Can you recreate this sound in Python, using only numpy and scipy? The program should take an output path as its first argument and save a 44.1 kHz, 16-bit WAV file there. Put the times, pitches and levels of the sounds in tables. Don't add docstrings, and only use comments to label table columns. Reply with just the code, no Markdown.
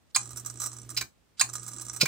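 import sys
import numpy as np
from scipy import signal
from scipy.fft import rfft, irfft, next_fast_len
from scipy.io import wavfile
from scipy.ndimage import map_coordinates

SR = 44100
rng = np.random.default_rng(int(sys.argv[2]) if len(sys.argv) > 2 else 0)


def waveform_to_disk(signal):
    frames = np.transpose(np.atleast_2d(signal))
    scaled = np.clip(frames, -1, 1) * 32767
    samples = np.round(scaled).astype(np.int16)
    wavfile.write(sys.argv[1], SR, samples)


def field_ratio(decibels):
    return 10 ** (np.asarray(decibels, dtype=float) / 20)


N = 91331

# (frequency [Hz], level [dB])
AIR_TONE = [(29, -33.5), (50, -0.5), (250, -10), (275, -10), (310, -12), (1280, -19.5), (15500, -29.5)]
# (time [s], length [s], level [dB])
BRUSHES = [
    (0.089, 0.029, -57),
    (1.368, 0.037, -42),
]
# (time [s], peak [dB])
RELAY_CLOSES = [
    (0.1478, -17),
    (0.1515, -23),
    (0.1543, -23),
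    (1.3955, -14),
    (1.3995, -20),
    (1.402, -19),
    (1.4065, -26),
]
# (frequency [Hz], level [dB])
RELAY_CLOSE_TONE = [(300, -59), (1450, -11), (2240, -23.5), (4460, 5.5), (8440, -22), (16000, -18)]
# (frequency [Hz], width [Hz], level [dB])
RELAY_CLOSE_RING = [(1518, 150, -9.5), (5070, 280, 3), (7700, 520, -5)]
# (time [s], peak [dB])
SLAMS = [
    (0.1605, -4),
    (0.164, -15),
    (0.1685, -19),
    (1.4113, -2.5),
    (1.415, -14),
    (1.419, -18),
    (1.4415, -27),
]
# (frequency [Hz], level [dB])
SLAM_TONE = [(300, -43), (750, -10.5), (2400, 5), (3190, -7), (6670, -7.5), (9500, -17.5), (16000, -9.5)]
# (frequency [Hz], width [Hz], level [dB])
SLAM_RING = [(830, 90, -19), (1055, 60, -11), (1270, 120, -17), (2430, 160, -7), (2630, 110, -11),
             (4050, 160, -7), (4250, 250, -9), (6440, 350, 0), (6900, 400, -1), (7900, 500, -3),
             (9100, 450, -5)]
# (time [s], peak [dB], tilt [dB/octave])
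BLOWS = [
    (0.1608, -24, 0),
    (1.4115, -22.5, 0),
    (0.9725, -39, 2),
    (1.0106, -36, 0),
    (2.0107, -33, 2),
    (2.0215, -36, 0),
    (2.0562, -36, 0),
]
# (frequency [Hz], level [dB], t60 [s])
HOUSING_MODES = [(815, -7, .06), (1055, -1, .07), (1260, -9, .04), (1700, -13, .03), (2330, -4, .05),
                 (2426, 0, .07), (2625, -5, .05), (4000, -1, .05), (4240, -10, .035)]
# (opens [s], shuts [s])
VALVE_OPEN = [
    (0.162, 1.03),
    (1.417, 2.2),
]
# (multiple of hum [-], level re hum [dB])
HUM_OVERTONES = [(2, -32.5), (3, -30.5)]
# (frequency [Hz], level [dB])
RUMBLE_TONE = [(30, -33), (60, 1.5), (85, -11), (180, -9.5), (350, -5.5), (500, -19), (2000, -26)]
# (time [s], level [dB])
HISS = [(0.2, -38), (0.35, -74), (0.438, -80), (0.62, -43.5), (0.76, -51), (0.885, -84), (0.93, -68.5),
        (1.45, -58), (1.52, -55), (1.6, -46.5), (2.0, -52)]
# (time [s], peak [dB])
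CHATTER = [(0.2306, -33), (0.2568, -35.5), (0.2745, -38), (0.2919, -36), (0.3053, -46.5), (0.3319, -33),
           (0.36, -29.5), (0.397, -33.5), (0.4483, -33.5), (0.4806, -33.5), (0.4992, -26.5),
           (0.5402, -36.5), (0.5566, -35), (0.573, -38), (0.6, -27), (0.6177, -20), (0.6603, -21),
           (0.7161, -34), (0.7307, -30.5), (0.7478, -43.5), (0.7658, -33.5), (0.7858, -34.5), (0.7977, -41),
           (0.8164, -36.5), (0.831, -42), (0.8476, -47), (0.864, -60), (0.892, -31.5), (0.9457, -37.5),
           (1.49, -30.5), (1.4978, -30), (1.5334, -37), (1.5538, -20), (1.5661, -30.5), (1.5816, -30),
           (1.5968, -38.5), (1.631, -28), (1.6467, -40), (1.664, -32), (1.6776, -45), (1.715, -32),
           (1.7345, -32), (1.7634, -31), (1.7834, -29.5), (1.7974, -30), (1.8116, -34), (1.851, -33.5),
           (1.8658, -32.5), (1.8835, -32.5), (1.8974, -26), (1.915, -41), (1.932, -31), (1.9473, -30),
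           (1.963, -26)]
# (time [s], peak [dB])
FIRST_SPITS = [(0.2570, -36), (0.3063, -28.5), (0.3311, -57), (0.3680, -20.5), (0.396, -34.5),
               (0.4575, -22.5), (0.4654, -36), (0.4994, -30.5), (0.6010, -22), (0.6183, -25.5),
               (0.6322, -21), (0.6404, -43), (0.6484, -33.5), (0.6600, -20), (0.7311, -38), (0.764, -36),
               (0.891, -35), (0.9012, -25.5), (0.9460, -36)]
# (time [s], peak [dB])
SECOND_SPITS = [(1.4902, -44.5), (1.5325, -23.5), (1.5540, -30), (1.5644, -39), (1.6312, -34),
                (1.6640, -34.5), (1.6777, -23.5), (1.7142, -38), (1.7325, -34.5), (1.7650, -36),
                (1.8115, -23), (1.8492, -33), (1.8828, -34), (1.9153, -54), (1.9327, -29.5),
                (1.9620, -24.5)]
# (frequency [Hz], level [dB])
FLOW_TONE = [(300, -46), (600, -11.5), (1250, -13), (2900, -16.5), (4620, -5.5), (7710, 5.5), (10300, -3.5),
             (16000, -6.5)]
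# (frequency [Hz], width [Hz], level [dB])
BODY_RING = [(1216, 86.5, -2.5), (1540, 300, -10), (4106, 53, -7), (5230, 360, -22.5), (5860, 71, 2.5),
             (6164, 300, -3.5), (7760, 120, -8.5), (7420, 165, 5), (8010, 220, -7.5), (9370, 830, -1.5)]
# (time [s], peak [dB])
RELAY_OPENS = [(0.9655, -24.5), (0.9722, -17), (0.9755, -22), (0.9825, -25), (1.9995, -32), (2.006, -22.5),
               (2.0105, -11.5), (2.014, -12.5), (2.0185, -20), (2.0215, -46.5), (2.030, -27.5)]
# (frequency [Hz], level [dB])
RELAY_OPEN_TONE = [(300, -17.5), (1600, -15), (3100, -6), (5100, -8), (9500, -10), (16000, -8.5)]
# (frequency [Hz], width [Hz], level [dB])
RELAY_OPEN_RING = [(1423, 90, -12.5), (2380, 197, -1), (4060, 140, 1.5), (5024, 360, 1), (6060, 640, -10.5),
                   (7130, 320, -2.5)]
# (time [s], peak [dB])
DROPS = [
    (1.0105, -19),
    (1.0135, -22),
    (1.023, -27),
    (2.056, -17),
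    (2.059, -21),
]
# (frequency [Hz], level [dB])
DROP_TONE = [(300, -9.5), (1500, -17), (3000, -8.5), (4500, -16), (16000, -9)]
# (frequency [Hz], width [Hz], level [dB])
DROP_RING = [(1580, 570, -11.5), (2340, 43, 4), (4020, 660, -13.5), (4860, 1100, -11), (6470, 440, -9),
             (7900, 110, -4.5)]
# (time [s], peak [dB])
KNOCKS = [
    (2.0258, -19.5),
    (2.0317, -11),
    (2.0353, -13.5),
    (2.04, -17),
]
# (frequency [Hz], width [Hz], level [dB])
BENCH_RING = [(159.3, 20, 1.5), (279, 130, -40), (450, 300, -12)]
# (frequency [Hz], left over right [dB])
PORT_BALANCE = [(100, -4), (1500, -5), (3200, -2.5), (5000, -4.5), (7000, -6), (8600, -14), (11500, -3),
                (15000, -3)]
# (frequency [Hz], phase [rad])
PORT_PHASE = [(150, .3), (500, .35), (1500, .4), (2500, 1.1), (5000, 1.5), (9000, 1.3), (14000, 1.7)]
# (frequency [Hz], t60 [s])
ROOM_T60 = [(200, 0.4), (2000, 0.13), (10000, 0.18)]
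# (frequency [Hz], gain [dB])
OVERALL_TONE = [(20, -34), (60, 0), (10000, -2.5), (10900, -11.5), (12000, -6.5), (15200, -3), (15900, -11),
                (16150, -27)]
# (frequency [Hz], level re loud treble [dB])
MASK = [(10500, -32), (11400, -28.5), (12000, -35.5), (14800, -35), (15400, -35.5)]


def unit(x):
    return x / np.sqrt(np.mean(x ** 2) + 1e-20)


def along(points, hz):
    f, v = np.transpose(points)
    return np.interp(np.log(hz + 1), np.log(f + 1), v)


def wobble(rate_hz):
    knots = rng.standard_normal(int(N * rate_hz / SR) + 4)
    return map_coordinates(knots, [np.arange(N) * rate_hz / SR])


def filtered(x, response):
    m = 2 * next_fast_len(N // 2 + SR // 4)
    return irfft(rfft(x, m) * response(np.fft.rfftfreq(m, 1 / SR)), m)[..., :N]


def causal(h):
    c = irfft(np.log(abs(h) + 1e-6))
    c[1:len(c) // 2] *= 2
    c[len(c) // 2 + 1:] = 0
    return np.exp(rfft(c))


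def resonance(f, centre_hz, width_hz, db):
    damping = 1j * f * width_hz
    return field_ratio(db) * damping / (centre_hz ** 2 - f * f + damping)


def body(tone, ring, ring_db):
    def response(f):
        modes = sum((-1) ** k * resonance(f, *mode) for k, mode in enumerate(ring))
        h = causal(field_ratio(along(tone, f))) + field_ratio(ring_db) * modes
        return h / np.sqrt(np.mean(abs(h) ** 2))
    return response


def bursts(events, rise_s, hold_s, t60_s, crack_db, grit_db):
    t = np.arange(SR // 4) / SR
    decay_s = np.clip(t - rise_s - hold_s, 0, 9)
    shape = np.clip(t / rise_s, 0, 1) * field_ratio(-60 * decay_s / t60_s)
    crack = np.clip(t / 0.0003, 0, 1) * np.exp(-t / 0.0008)
    shape = shape + field_ratio(crack_db) * crack
    env = np.zeros(N + SR)
    for s, db in events:
        env[round(s * SR):][:len(t)] += field_ratio(db) * shape
    noise = rng.uniform(-0.88, 1, N)
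    grit = field_ratio(grit_db * wobble(2500))
    return env[:N] * unit(noise * grit)


def valve_gate(rise_s, fall_s):
    t = np.arange(N) / SR
    return sum(np.clip((t - a) / rise_s, 0, 1) * np.clip((b - t) / fall_s + 1, 0, 1)
               for a, b in VALVE_OPEN)


def air():
    alike, level_db = 0.074, -65.5
    a, b = rng.standard_normal((2, N))
    u = np.arccos(alike) / 2
    pair = np.array([np.cos(u) * a + np.sin(u) * b, np.cos(u) * a - np.sin(u) * b])
    balance = field_ratio(np.array([[-0.8], [0.8]]))
    return field_ratio(level_db) * balance * unit(filtered(pair, lambda f: field_ratio(along(AIR_TONE, f))))


def finger_brush():
    t = np.arange(N) / SR
    env = sum(field_ratio(db) * np.clip((t - s) / 0.017, 0, 1) * np.clip((s + length_s - t) / 0.0045, 0, 1)
              for s, length_s, db in BRUSHES)
    return filtered(env * rng.standard_normal(N),
                    lambda f: (f / 3000) / (1 + f / 3000) / (1 + (f / 8000) ** 6))


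def relay_close():
    contact = bursts(RELAY_CLOSES, rise_s=0.0015, hold_s=0.00027, t60_s=0.016, crack_db=-11, grit_db=0)
    return field_ratio(-3.5) * filtered(contact, body(RELAY_CLOSE_TONE, RELAY_CLOSE_RING, ring_db=5))


def plunger_slam():
    impact = bursts(SLAMS, rise_s=0.00047, hold_s=0.00035, t60_s=0.018, crack_db=-11, grit_db=0)
    return field_ratio(-7) * filtered(impact, body(SLAM_TONE, SLAM_RING, ring_db=9.7))


def housing():
    out, t = np.zeros(N + SR), np.arange(SR // 4) / SR
    rise = 1 - np.exp(-t / 0.001)
    for s, blow_db, tilt_db in BLOWS:
        ring = 0
        for hz, mode_db, t60_s in HOUSING_MODES:
            db = blow_db + mode_db + tilt_db * np.log2(hz / 2400) - 60 * t / t60_s
            ring = ring + field_ratio(db) * np.sin(2 * np.pi * (hz * t + rng.random()))
        out[round(s * SR):][:len(t)] += rise * ring
    return out[:N]


def coil():
    hum_hz, hum_db, rumble_db = 119.9, -47, -54
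    phase = 2 * np.pi * hum_hz * np.arange(N) / SR + 0.19 * wobble(4.2)
    hum = np.sin(phase)
    for k, db in HUM_OVERTONES:
        hum = hum + field_ratio(db + 2.7 * wobble(13)) * np.sin(k * phase)
    rumble = unit(filtered(rng.standard_normal(N), lambda f: field_ratio(along(RUMBLE_TONE, f))))
    return (field_ratio(hum_db + wobble(4)) * hum * valve_gate(0.03, 0.033)
            + field_ratio(rumble_db + 0.68 * wobble(3)) * rumble * valve_gate(0.022, 0.056))


def flow():
    s, db = np.transpose(HISS)
    hiss_db = 1.5 * wobble(55) + 4 * wobble(760) + np.interp(np.arange(N) / SR, s, db)
    hiss = field_ratio(hiss_db - 2) * valve_gate(0.004, 0.012) * rng.standard_normal(N)
    chatter = field_ratio(-11) * bursts(CHATTER, rise_s=0.0005, hold_s=0.001, t60_s=0.045, crack_db=14, grit_db=1.5)
    spits = field_ratio(-10.5) * bursts(list(FIRST_SPITS) + list(SECOND_SPITS), rise_s=0.0043, hold_s=0.0047,
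                                t60_s=0.053, crack_db=5.54, grit_db=4.3)
    gentle = filtered(hiss + chatter, lambda f: field_ratio(-14 / (1 + (10600 / (f + 1)) ** 20)))
    return filtered(gentle + spits, body(FLOW_TONE, BODY_RING, ring_db=6.5))


def relay_open():
    contact = bursts(RELAY_OPENS, rise_s=0.0015, hold_s=0.00071, t60_s=0.038, crack_db=2, grit_db=0)
    return field_ratio(-6.5) * filtered(contact, body(RELAY_OPEN_TONE, RELAY_OPEN_RING, ring_db=8.7))


def plunger_drop():
    impact = bursts(DROPS, rise_s=0.0005, hold_s=0.0012, t60_s=0.025, crack_db=2, grit_db=0)
    return field_ratio(-8.5) * filtered(impact, body(DROP_TONE, DROP_RING, ring_db=8.7))


def bench_knock():
    push_s, bench_db = 0.0021, 7.5
    t = np.arange(N) / SR
    push = sum(field_ratio(db) * np.sin(np.pi * np.clip((t - s) / push_s, 0, 1)) ** 2 for s, db in KNOCKS)
    return field_ratio(bench_db) * filtered(push, lambda f: sum(resonance(f, *mode) for mode in BENCH_RING))


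def ports(x):
    step_hz = 400
    knots = rng.standard_normal(SR // step_hz)

    def response(f):
        side = np.array([[0.5], [-0.5]])
        turn = np.tanh(2 * map_coordinates(knots, [f / step_hz]))
        pair = field_ratio(side * along(PORT_BALANCE, f)) * np.exp(1j * side * along(PORT_PHASE, f) * turn)
        return pair / np.maximum(abs(pair.mean(axis=0)), 0.3)
    return filtered(x, response)


def room(x):
    hz, t, z = signal.stft(rng.standard_normal((2, SR // 3)), SR, nperseg=256)
    decay = field_ratio(-60 * t / along(ROOM_T60, hz)[:, None])
    tail = signal.istft(z * decay, SR, nperseg=256)[1]
    delayed = np.pad(x, (150, 0))[None]
    return signal.fftconvolve(delayed, tail / np.linalg.norm(tail[0]), axes=1)[:, :N]


def masked(x):
    from_hz, scatter_db, slope = 10400, 5.5, 0.76
    hz, _, z = signal.stft(x, SR, nperseg=2048)
    band = (abs(z[:, :1024]) ** 2).reshape(2, 32, 32, -1).mean(axis=(0, 2))
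    treble = band[8:14].mean(axis=0)
    share_db = along(MASK, hz[16:1024:32])[:, None] + scatter_db * rng.standard_normal(band.shape)
    threshold = treble ** slope * field_ratio(2 * share_db)
    keep = np.clip(2 * (band / (threshold + 1e-20)) ** 2 - 1, 0.03, 1)
    keep = keep[np.minimum(np.arange(len(hz)) // 32, 31)]
    gain = np.where(hz[:, None] > from_hz, keep, 1)
    return signal.istft(z * gain, SR, nperseg=2048)[1][:, :N]


def scene():
    hits = relay_close() + plunger_slam() + relay_open() + plunger_drop() + housing()
    spit = flow()
    spit_room = field_ratio(-9) * room(spit)
    direct_hits = ports(hits)
    direct_steady = ports(spit + coil() + finger_brush() + bench_knock())
    hits_room = field_ratio(-6.5) * room(hits)
    return direct_hits + direct_steady + hits_room + spit_room + air()


def band_limit(x):
    return signal.sosfilt(signal.butter(12, 16950, fs=SR, output="sos"), x)


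def record(dry):
    overload = 1.1
    x = filtered(dry, lambda f: field_ratio(along(OVERALL_TONE, f)))
    mix = masked(overload * np.tanh(x / overload))
    return band_limit(mix)


dry = scene()
out = record(dry)
waveform_to_disk(out)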